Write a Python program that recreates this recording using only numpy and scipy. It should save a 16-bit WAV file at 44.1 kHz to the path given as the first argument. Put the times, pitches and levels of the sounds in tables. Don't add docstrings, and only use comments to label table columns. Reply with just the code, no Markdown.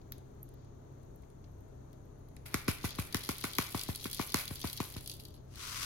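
import sys
import numpy as np
from scipy import signal
from scipy.fft import rfft, irfft, next_fast_len
from scipy.io import wavfile
from scipy.ndimage import map_coordinates

SR = 44100
rng = np.random.default_rng(int(sys.argv[2]) if len(sys.argv) > 2 else 0)


def elevation(decibels):
    levels = np.asarray(decibels, float)
    return 10 ** (levels / 20)


def to_wav(sig):
    pcm = np.clip(np.atleast_2d(sig), -1, 1) * 32767
    pcm = np.round(pcm).astype(np.int16)
    wavfile.write(sys.argv[1], SR, pcm.T)


N = 257984
TIME = np.arange(N) / SR


def unit(x):
    return x / np.sqrt(np.mean(x ** 2) + 1e-20)


def along(points, hz):
    f, v = np.transpose(points)
    return np.interp(np.log(hz + 1), np.log(f + 1), v)


def curves(rows):
    s, *columns = np.transpose(rows)
    return [np.interp(TIME, s, column, left=-150, right=-150) for column in columns]


def wobble(rate):
    return map_coordinates(rng.standard_normal(int(N * rate / SR) + 4), [TIME * rate])


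def filtered(x, response):
    m = next_fast_len(N + SR // 2)
    return irfft(rfft(x, m) * response(np.fft.rfftfreq(m, 1 / SR)), m)[..., :N]


def modes(table):
    def response(f):
        total = 0
        for k, (centre, width, db) in enumerate(table):
            resonance = 1j * f * width / (centre * centre - f * f + 1j * f * width)
            total = total + (-1) ** k * elevation(db) * resonance
        return total
    return response


# f/Hz, left-right correlation
NEAR_LIKENESS = [(400, -0.15), (700, 0.088), (1300, 0.32), (2400, -0.058), (4400, -0.08), (7000, -0.071),
                 (8500, -0.17), (11000, 0.95), (13000, 0.94), (16000, -0.51)]
# f/Hz, left-right level/dB
NEAR_LEAN = [(60, -8), (150, -20), (380, 7.5), (950, -2.5), (2380, 2.5), (5980, 3.5), (15000, -2.5)]


def heard(envelope, spectrum, alike=NEAR_LIKENESS, lean=NEAR_LEAN):
    def response(hz):
        colour = unit(elevation(along(spectrum, hz)))
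        turn = np.arccos(np.clip(along(alike, hz), -1, 1)) / 2
        return colour * [np.cos(turn), np.sin(turn)]

    mid, side = filtered(envelope * rng.standard_normal((2, N)), response)
    ports = np.array([mid + side, mid - side])
    return filtered(ports, lambda hz: elevation(along(lean, hz) * [[.5], [-.5]]))


def bursts(times, dbs, t60s, rise=0):
    out, t = np.zeros(N + SR), TIME[:SR // 2]
    for s, db, t60 in np.broadcast(times, dbs, t60s):
        onset = 1 - np.exp(-(t + 1 / SR) / (rise + 1e-6))
        out[round(s * SR):][:len(t)] += elevation(db - 60 * t / t60) * onset
    return out[:N]


def grains(rate, spread_db, t60, clump_db=0):
    chance = rate / SR * elevation(clump_db * wobble(30))
    sizes = elevation(abs(spread_db) * np.minimum(rng.exponential(size=N), 4.5))
    hits = (rng.random(N) < chance) * sizes
    return unit(signal.lfilter([1], [1, -elevation(-60 / (t60 * SR))], hits))


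# f/Hz, left-right correlation
FAR_LIKENESS = [(60, 0.98), (99, 0.56), (160, 0.63), (270, 0.79), (450, -0.035), (740, -0.55), (1220, 0.18),
                (2010, 0.16), (3330, 0.084), (5500, -0.19), (9080, 0.1), (15000, 1)]
# f/Hz, left-right level/dB
FAR_LEAN = [(60, 8), (150, -1.5), (380, 2), (950, 2.5), (2380, 7.5), (5980, 18), (15000, -12)]
# f/Hz, spectral level/dB
AIR_SPECTRUM = [(82, -49.5), (140, -8), (222, -11), (428, -10.5), (502, -17.5), (613, -15), (1210, -27.5),
                (2790, -44.5), (4330, -44.5), (5080, -52.5), (6590, -39), (7580, -47.5), (13000, -51.5),
                (14600, -54), (16500, -69)]
# f/Hz, spectral level/dB
RUMBLE_SPECTRUM = [(12, -17), (30, 9), (45, 3.5), (65, 9.5), (100, 5.5), (135, 3.5), (165, 1), (220, -51)]
# f/Hz, level/dB
COMPRESSOR_ORDERS = [(32.3, -65.5), (64.6, -65), (96.9, -60), (129.2, -58.5), (258.4, -73.5),
                     (419.9, -76.5)]


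def kitchen():
    air_db, rumble_db = -58, -58.5
    air = heard(elevation(air_db + .8 * wobble(3)), AIR_SPECTRUM, FAR_LIKENESS, FAR_LEAN)
    air = air + filtered(air * (elevation(1.5 * wobble(5)) - 1), lambda hz: hz > 7500)
    rumble = heard(elevation(rumble_db + 1.2 * wobble(3.85)), RUMBLE_SPECTRUM, FAR_LIKENESS, FAR_LEAN)
    hum = np.zeros(N)
    for hz, db in COMPRESSOR_ORDERS:
        phase = 2 * np.pi * hz * TIME + .5 * wobble(5) + 6 * rng.random()
        hum += elevation(db + 3 + 2.2 * wobble(9)) * np.sin(phase)
    return air + rumble + hum * elevation([[.8], [-.8]])


# t/s, pop peak level/dB, pop f/Hz, wet click level/dB
SYRUP_DRIPS = [(.924, -63, 14000, -85), (.0146, -74, 11000, -64), (0.1207, -27.5, 13500, -46),
               (0.181, -49, 10200, -65), (.425, -56, 10900, -84), (0.4302, -31, 12100, -85),
               (.4815, -66, 11000, -69), (.4896, -51, 10500, -74), (.5403, -50, 14000, -69),
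               (.6469, -62, 9000, -70), (1.031, -59, 11000, -74), (1.159, -53, 12500, -84),
               (1.2218, -58, 11000, -70), (1.3009, -56, 8300, -73), (1.441, -66, 11000, -60.5),
               (1.6067, -58, 13800, -81), (1.93, -52, 12500, -64), (2.056, -62, 11500, -82),
               (2.193, -61, 14200, -80), (2.286, -55, 11900, -69), (2.365, -41.5, 9700, -56)]
# f/Hz, spectral level/dB
DULL_SPECTRUM = [(1060, -84), (1800, -23.5), (2980, -9), (3330, -7), (3770, -4), (4090, -3.5), (6730, -11),
                 (7300, -18), (9490, -46), (16100, -120)]
# f/Hz, width/Hz, level/dB
BOWL_MODES = [(3280, 200, -2.5), (3690, 110, 2), (4087, 34, -2.5), (4700, 74, 9), (4860, 78, -22),
              (6030, 120, -22)]
# f/Hz, spectral level/dB
JAR_SPECTRUM = [(300, -50.5), (520, -2), (750, -3.5), (1100, -5), (1500, -7), (2100, -0.5), (3000, -10),
                (5000, -10.5), (9000, -57)]


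def drips():
    t60_s, wet_spread_hz, purer_per_db = 0.0084, 4300, .024
    s, _, _, click_db = np.transpose(SYRUP_DRIPS)
    pops, t = np.zeros((2, N)), TIME[:2048]
    f = np.fft.rfftfreq(len(t), 1 / SR)
    for start, pop_db, hz, wet_db in SYRUP_DRIPS:
        spread_hz = wet_spread_hz * np.exp(-purer_per_db * max(pop_db - wet_db, 0))
        tear = rng.standard_normal((3, len(t))) * np.roll(elevation(-60 * t / t60_s), 64)
        shared_and_own = tear[0] + 0.45 * tear[1:]
        pop = irfft(rfft(shared_and_own) * np.exp(-.5 * ((f - hz) / spread_hz) ** 2))
        pops[:, round(start * SR) - 44:][:, :len(t)] += elevation(pop_db) * pop / abs(pop).max()
    click = bursts(s + 0.00022, click_db, 4.2 * t60_s, rise=0.00042)
    wet = heard(click, DULL_SPECTRUM)
    ring = elevation(-9.5) * filtered(wet, modes(BOWL_MODES))
    return pops + wet + ring + elevation(-14.5) * heard(click, JAR_SPECTRUM)


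# f/Hz, width/Hz, level/dB
HOUSING_MODES = [(12500, 700, 10), (15400, 700, -3)]


def camera():
    ticks_per_s, first_tick_s, tick_db = 30, .0165, -63.5
    s = np.arange(first_tick_s, N / SR, 1 / ticks_per_s)
    envelope = bursts(s, tick_db + 2.5 * rng.standard_normal(len(s)), .007, rise=.001)
    return filtered(envelope * rng.standard_normal(N), modes(HOUSING_MODES))


# f/Hz, t60/s
KITCHEN_T60 = [(300, 0.11), (2000, 0.52), (10000, 0.17)]


def walls(x):
    hz, t, z = signal.stft(rng.standard_normal((2, SR // 2)), SR, nperseg=256)
    z = np.where(hz[:, None] > 9000, .8 * z[0] + .6 * z, z)
    decay = elevation(-60 * t / along(KITCHEN_T60, hz)[:, None])
    tail = signal.istft(z * decay, SR, nperseg=256)[1]
    delayed = np.pad(x, ((0, 0), (220, 0)))
    return signal.fftconvolve(delayed, tail / np.linalg.norm(tail[0]), axes=1)[:, :N]


# t/s, peak level/dB
FINGER_GRASPS = [
    (0.1205, -49),
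    (1.2345, -60),
    (1.441, -66),
    (1.9295, -58),
    (2.366, -50),
]
# t/s, level/dB
SYRUP_TRICKLE = [
    (.45, -95),
    (.52, -82),
    (.66, -82),
    (.74, -97),
]
# t/s, level/dB
SLEEVE_BRUSH = [
    (1.95, -108),
    (2.15, -88),
    (2.25, -86),
    (2.45, -85),
    (2.5, -108),
]
# f/Hz, spectral level/dB
CLOTH_SPECTRUM = [(2500, -40), (4100, -9), (5500, -14), (9000, -14), (10400, 4), (12000, -11), (15500, -14),
                  (16500, -60)]


def handling():
    trickle_db, = curves(SYRUP_TRICKLE)
    flow = elevation(trickle_db) * grains(2500, spread_db=2, t60=.01, clump_db=3)
    trickle = heard(flow, DULL_SPECTRUM)
    ring = elevation(2) * filtered(trickle, modes(BOWL_MODES))
    sleeve_db, = curves(SLEEVE_BRUSH)
    sleeve = heard(elevation(sleeve_db + wobble(20)), CLOTH_SPECTRUM)
    s, db = np.transpose(FINGER_GRASPS)
    grasps = heard(bursts(s, db, 0.018, rise=0.00059), JAR_SPECTRUM)
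    return sleeve + trickle + ring + grasps


# t/s, flow level/dB, aim (leaves over glass) level/dB
SEED_FALL = [(2.4, -110, 3), (2.455, -82, 1), (2.5, -66, 3), (2.62, -63, 2), (2.85, -59, -3.5),
             (3.09, -66, -1), (3.24, -55, -2.5), (3.44, -55.5, -1.5), (3.74, -54, 1), (3.97, -59.5, 0.5),
             (4.14, -51, -2), (4.27, -54, 1.5), (4.4, -62, 1), (4.64, -54, -0.5), (5.07, -58, 2.5),
             (5.29, -78, -3), (5.36, -74, 0), (5.5, -99, -3)]
# t/s, level/dB
JAR_SLIDE = [
    (2.2, -90),
    (2.45, -83),
    (2.47, -55.5),
    (2.6, -62),
    (4.95, -66.5),
    (5.1, -79),
    (5.3, -88),
]
# f/Hz, spectral level/dB
PATTER_SPECTRUM = [(4470, -24.5), (7600, -6), (9320, -8.5), (10100, -4.5), (11100, -1), (12100, -7.5),
                   (13800, -6), (15900, -9)]


def falling():
    flow_db, aim_db = curves(SEED_FALL)
    jar_db, = curves(JAR_SLIDE)
    leaves_db = flow_db + aim_db
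    glass_db = flow_db - np.clip(aim_db, -20, 20)
    on_leaves = elevation(leaves_db + 1.5) * grains(600, spread_db=3, t60=.0045, clump_db=4.5)
    on_glass = elevation(glass_db + 1.5) * grains(450, spread_db=3.7, t60=.007, clump_db=4.5)
    in_jar = elevation(jar_db + 1.5) * grains(1200, spread_db=2.5, t60=.02, clump_db=2)
    patter, glass = heard(on_leaves, PATTER_SPECTRUM), heard(on_glass, DULL_SPECTRUM)
    ring = elevation(-7.0) * filtered(glass, modes(BOWL_MODES))
    return patter + glass + ring + heard(in_jar, JAR_SPECTRUM)


# t/s, rattle level/dB, first strike level/dB, slam level/dB, t60/s
SEED_JOLTS = [(2.457, -33, -60, -70, 0.11), (2.5423, -21.5, -14.5, -15, 0.13),
              (2.6805, -19.5, -43, -13, 0.17), (2.8426, -24.5, -27, -26.5, 0.12),
              (2.984, -26, -32, -34, 0.21), (3.1452, -25.5, -15.5, -11.5, 0.16),
              (3.2902, -23.5, -17, -21, .14), (3.44, -21.5, -21.5, -26, 0.14),
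              (3.5842, -25, -14.5, -8, 0.27), (3.748, -31, -36, -36, 0.28), (3.8883, -26, -31, -43, 0.13),
              (4.054, -27, -49, -46, 0.11), (4.193, -22.5, -39, -23, 0.14), (4.343, -22.5, -11, -12, 0.28),
              (4.5067, -33, -52, -44, 0.15), (4.641, -27.5, -32, -40.5, 0.19),
              (4.8018, -24, -42, -19.5, 0.14), (4.966, -30, -29, -53, 0.095)]
# f/Hz, spectral level/dB
RATTLE_SPECTRUM = [(290, -40), (500, -10), (810, -17), (1540, 15.5), (1730, -44), (2260, 15), (2890, 6.5),
                   (4230, 9), (7380, 2.5), (11300, -27), (15100, -11.5), (16500, -55)]


def rattle():
    lead_s, hollow_db = .0017, -16
    bright_db, bright_grows, middling_db = -38, 0.66, -27
    s, db, _, _, t60 = np.transpose(SEED_JOLTS)
    s, seed_db = s - lead_s, bright_db + bright_grows * (db - middling_db)
    bounces = grains(2200, spread_db=3.3, t60=.004, clump_db=2)
    hollow = heard(bursts(s, db + hollow_db, t60, rise=0.002) * bounces, JAR_SPECTRUM)
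    mid = heard(bursts(s, db - 12, t60, rise=.011) * bounces, RATTLE_SPECTRUM)
    bright = heard(bursts(s, seed_db, 1.2 * t60, rise=.012) * bounces, PATTER_SPECTRUM)
    return hollow + mid + bright


def contact(s, db, dull_db, t60, ring_db=3.5):
    body = heard(bursts(s, db + dull_db - 1, 1.7 * t60, rise=.0004), DULL_SPECTRUM)
    snap = heard(bursts(s, db - 9.0, 1.25 * t60), PATTER_SPECTRUM)
    return snap + body + elevation(ring_db) * filtered(body, modes(BOWL_MODES))


# t/s, peak level/dB
LEAF_SEEDS = [(2.6586, -54), (2.8527, -29.5), (2.957, -35), (2.995, -30), (3.0712, -37), (3.168, -23.5),
              (3.2335, -34), (3.237, -29), (3.3428, -39), (3.3475, -43), (3.3663, -36), (3.3822, -26),
              (3.6245, -31), (3.64, -27), (3.7195, -32), (3.724, -32), (3.8347, -23), (3.8844, -31),
              (3.9581, -23.5), (4.002, -40), (4.099, -29.5), (4.1127, -24.5), (4.13, -22.5), (4.146, -21.5),
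              (4.264, -39), (4.387, -20.5), (4.41, -26), (4.4225, -35), (4.4544, -27.5), (4.489, -35),
              (4.537, -34), (4.552, -35), (4.5564, -27), (4.601, -36), (4.698, -29), (4.73, -22.5),
              (4.8699, -45), (4.9008, -34), (4.923, -35), (5.0085, -34), (5.026, -47), (5.032, -40),
              (5.041, -42), (5.0752, -24), (5.138, -34), (5.151, -38), (5.168, -41), (5.206, -39),
              (5.215, -46), (5.222, -45), (5.236, -40), (5.2832, -40.5)]
# t/s, peak level/dB
GLASS_SEEDS = [(2.8913, -32.5), (2.9057, -30.5), (2.9506, -38), (3.1253, -30), (3.2482, -31), (3.2685, -37),
               (3.4107, -31), (3.4388, -31), (3.533, -29), (3.5513, -27.5), (3.565, -39), (3.775, -26.5),
               (3.7933, -25.5), (3.812, -24), (3.9488, -30), (4.0417, -26.5), (4.171, -30.5), (4.2932, -33),
               (4.302, -34), (4.321, -28.5), (4.4777, -25), (4.6148, -29.5), (4.672, -26), (4.774, -29),
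               (4.939, -36), (5.06, -33), (5.0967, -27), (5.1148, -30.5), (5.126, -41), (5.198, -36),
               (5.2518, -35.5), (5.3056, -52), (5.341, -46.5), (5.356, -55), (5.5568, -39.5)]
# f/Hz, spectral level/dB
SLAM_SPECTRUM = [(700, -30), (1180, -1.5), (2000, 2), (3000, -4.5), (4500, -4), (7000, -3), (8150, -14),
                 (11000, -5), (15900, -28)]


def seeds():
    s, _, strike_db, slam_db, _ = np.transpose(SEED_JOLTS)
    leaves = contact(*np.transpose(LEAF_SEEDS), dull_db=-15.5, t60=.013)
    glass = contact(*np.transpose(GLASS_SEEDS), dull_db=-8, t60=.012)
    strikes = contact(s, strike_db, dull_db=-8.5, t60=.006, ring_db=-14)
    slams = heard(bursts(s + 0.00052, slam_db - 2.0, 0.0049, rise=0.00043), SLAM_SPECTRUM)
    return leaves + glass + strikes + slams


# t/s, thump level/dB, fleshy depth level/dB, wall knock level/dB, nail over pad level/dB
FINGER_TAPS = [(2.5421, -33.5, -39.5, -35, 7.5), (2.6817, -30, -33.5, -39, 12),
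               (2.8407, -37.5, -36, -41, -4), (2.986, -40.5, -34.5, -40, 0),
               (3.1457, -34.5, -40.5, -38.5, 4.5), (3.2902, -34.5, -43.5, -37.5, 4),
               (3.4407, -37, -48, -38, 0), (3.5863, -32, -43, -30, 2), (3.7457, -35.5, -41, -35.5, -12),
               (3.8876, -39, -36.5, -45, -22), (4.0547, -39, -50, -47, -3), (4.1955, -33.5, -43, -34, -10),
               (4.343, -31.5, -42, -32, 3), (4.5078, -47, -42, -51, -14), (4.6421, -37, -39.5, -40.5, -14),
               (4.8017, -34.5, -42, -35.5, -9), (4.9619, -48.5, -42.5, -52.5, -13)]
# f/Hz, level/dB
THUMP_SPECTRA = [
    [(35, -37), (60, -3.5), (120, 3.5), (190, -2), (250, -0.5), (400, -8), (550, -19), (900, -106)],
    [(35, -12), (60, -5), (90, -0.5), (145, -6), (250, -1), (400, -5), (550, -12), (900, -74)],
]
# late cycles per e-fold, corner f/Hz, phase/rad, path t/s
BENDING_DELAY = [
    (2.0, 300, 1.1, .0006),
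    (1.3, 6000, -2.8, .0009),
]
# f/Hz, width/Hz, level/dB
WALL_AND_NAIL_MODES = [(1089, 182, 4.5), (1405, 143, -3.5), (2166, 104, -5.5), (4000, 560, -36)]
# f/Hz, width/Hz, level/dB
PAD_MODE = [(718, 240, -9.5)]


def taps():
    s, thump_db, depth_db, knock_db, nail_db = np.transpose(FINGER_TAPS)
    push, deep, knock, nail, pad = np.zeros((5, N))
    at = np.round(s * SR).astype(int)
    wall_at = at + 46
    push[at], deep[at] = elevation(thump_db + 51.0), elevation(depth_db + 54.5)
    knock[wall_at] = elevation(knock_db + 38.5)
    nail[wall_at] = knock[wall_at] * elevation(nail_db)
    pad[wall_at] = knock[wall_at] * elevation(-.6 * nail_db)
    blow = push + filtered(deep - push, lambda f: 1 / (1 + (f / 170) ** 4))

    def late(f, cycles, corner_hz, phase, path_s):
        lag = cycles * np.log((f + 1) / (f + corner_hz)) + f * path_s
        return np.exp(1j * phase - 2j * np.pi * lag)

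    thump = np.array([filtered(blow, lambda f: elevation(along(shape, f)) * late(f, *bend))
                      for shape, bend in zip(THUMP_SPECTRA, BENDING_DELAY)])
    wall = filtered(knock, modes(WALL_AND_NAIL_MODES[:1]))
    wall = wall - filtered(nail, modes(WALL_AND_NAIL_MODES[1:])) - filtered(pad, modes(PAD_MODE))
    return thump + wall * elevation([[1.5], [-1.5]])


# t/s, flow level/dB
STREAM_FLOW = [
    (5.44, -83),
    (5.472, -79),
    (5.535, -62.5),
    (5.6, -48.5),
    (5.696, -44.5),
    (5.8, -43),
    (5.85, -40.5),
]
# f/Hz, spectral level/dB
HISS_SPECTRUM = [(350, -49), (600, -11), (796, -18), (1010, 1), (1450, 1), (1740, -3.5), (2160, -1.5),
                 (4830, -3), (7090, -6.5), (7590, -3.5), (9000, -9), (11700, -25), (19800, -120)]
# f/Hz, left-right level/dB
STREAM_LEAN = [(60, 7), (150, 3), (380, 4), (950, 1), (2380, 1.5), (5980, 14), (15000, -17)]


def stream():
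    flow_db, = curves(STREAM_FLOW)
    flow = elevation(flow_db) * grains(7000, spread_db=2, t60=.004)
    return heard(flow, HISS_SPECTRUM, lean=STREAM_LEAN) + elevation(-7.5) * heard(flow, PATTER_SPECTRUM)


def scene():
    drip = drips()
    near = handling() + falling() + rattle() + seeds() + taps() + stream()
    muffled = filtered(drip, lambda hz: 1 / (1 + (hz / 11000) ** 4))
    return near + drip + elevation(-8.5) * walls(near + muffled) + kitchen() + camera()


def band_limit(x):
    return signal.sosfilt(signal.butter(12, 16990, fs=SR, output="sos"), x)


def record(dry):
    def treble(hz):
        dip = elevation(-7 * np.exp(-((hz - 7500) / 300) ** 2))
        shelf = np.where(hz < 15950, 1, elevation(-50) * (hz < 16900))
        return dip * shelf

    return band_limit(filtered(dry, treble))


dry = scene()
out = record(dry)
to_wav(out)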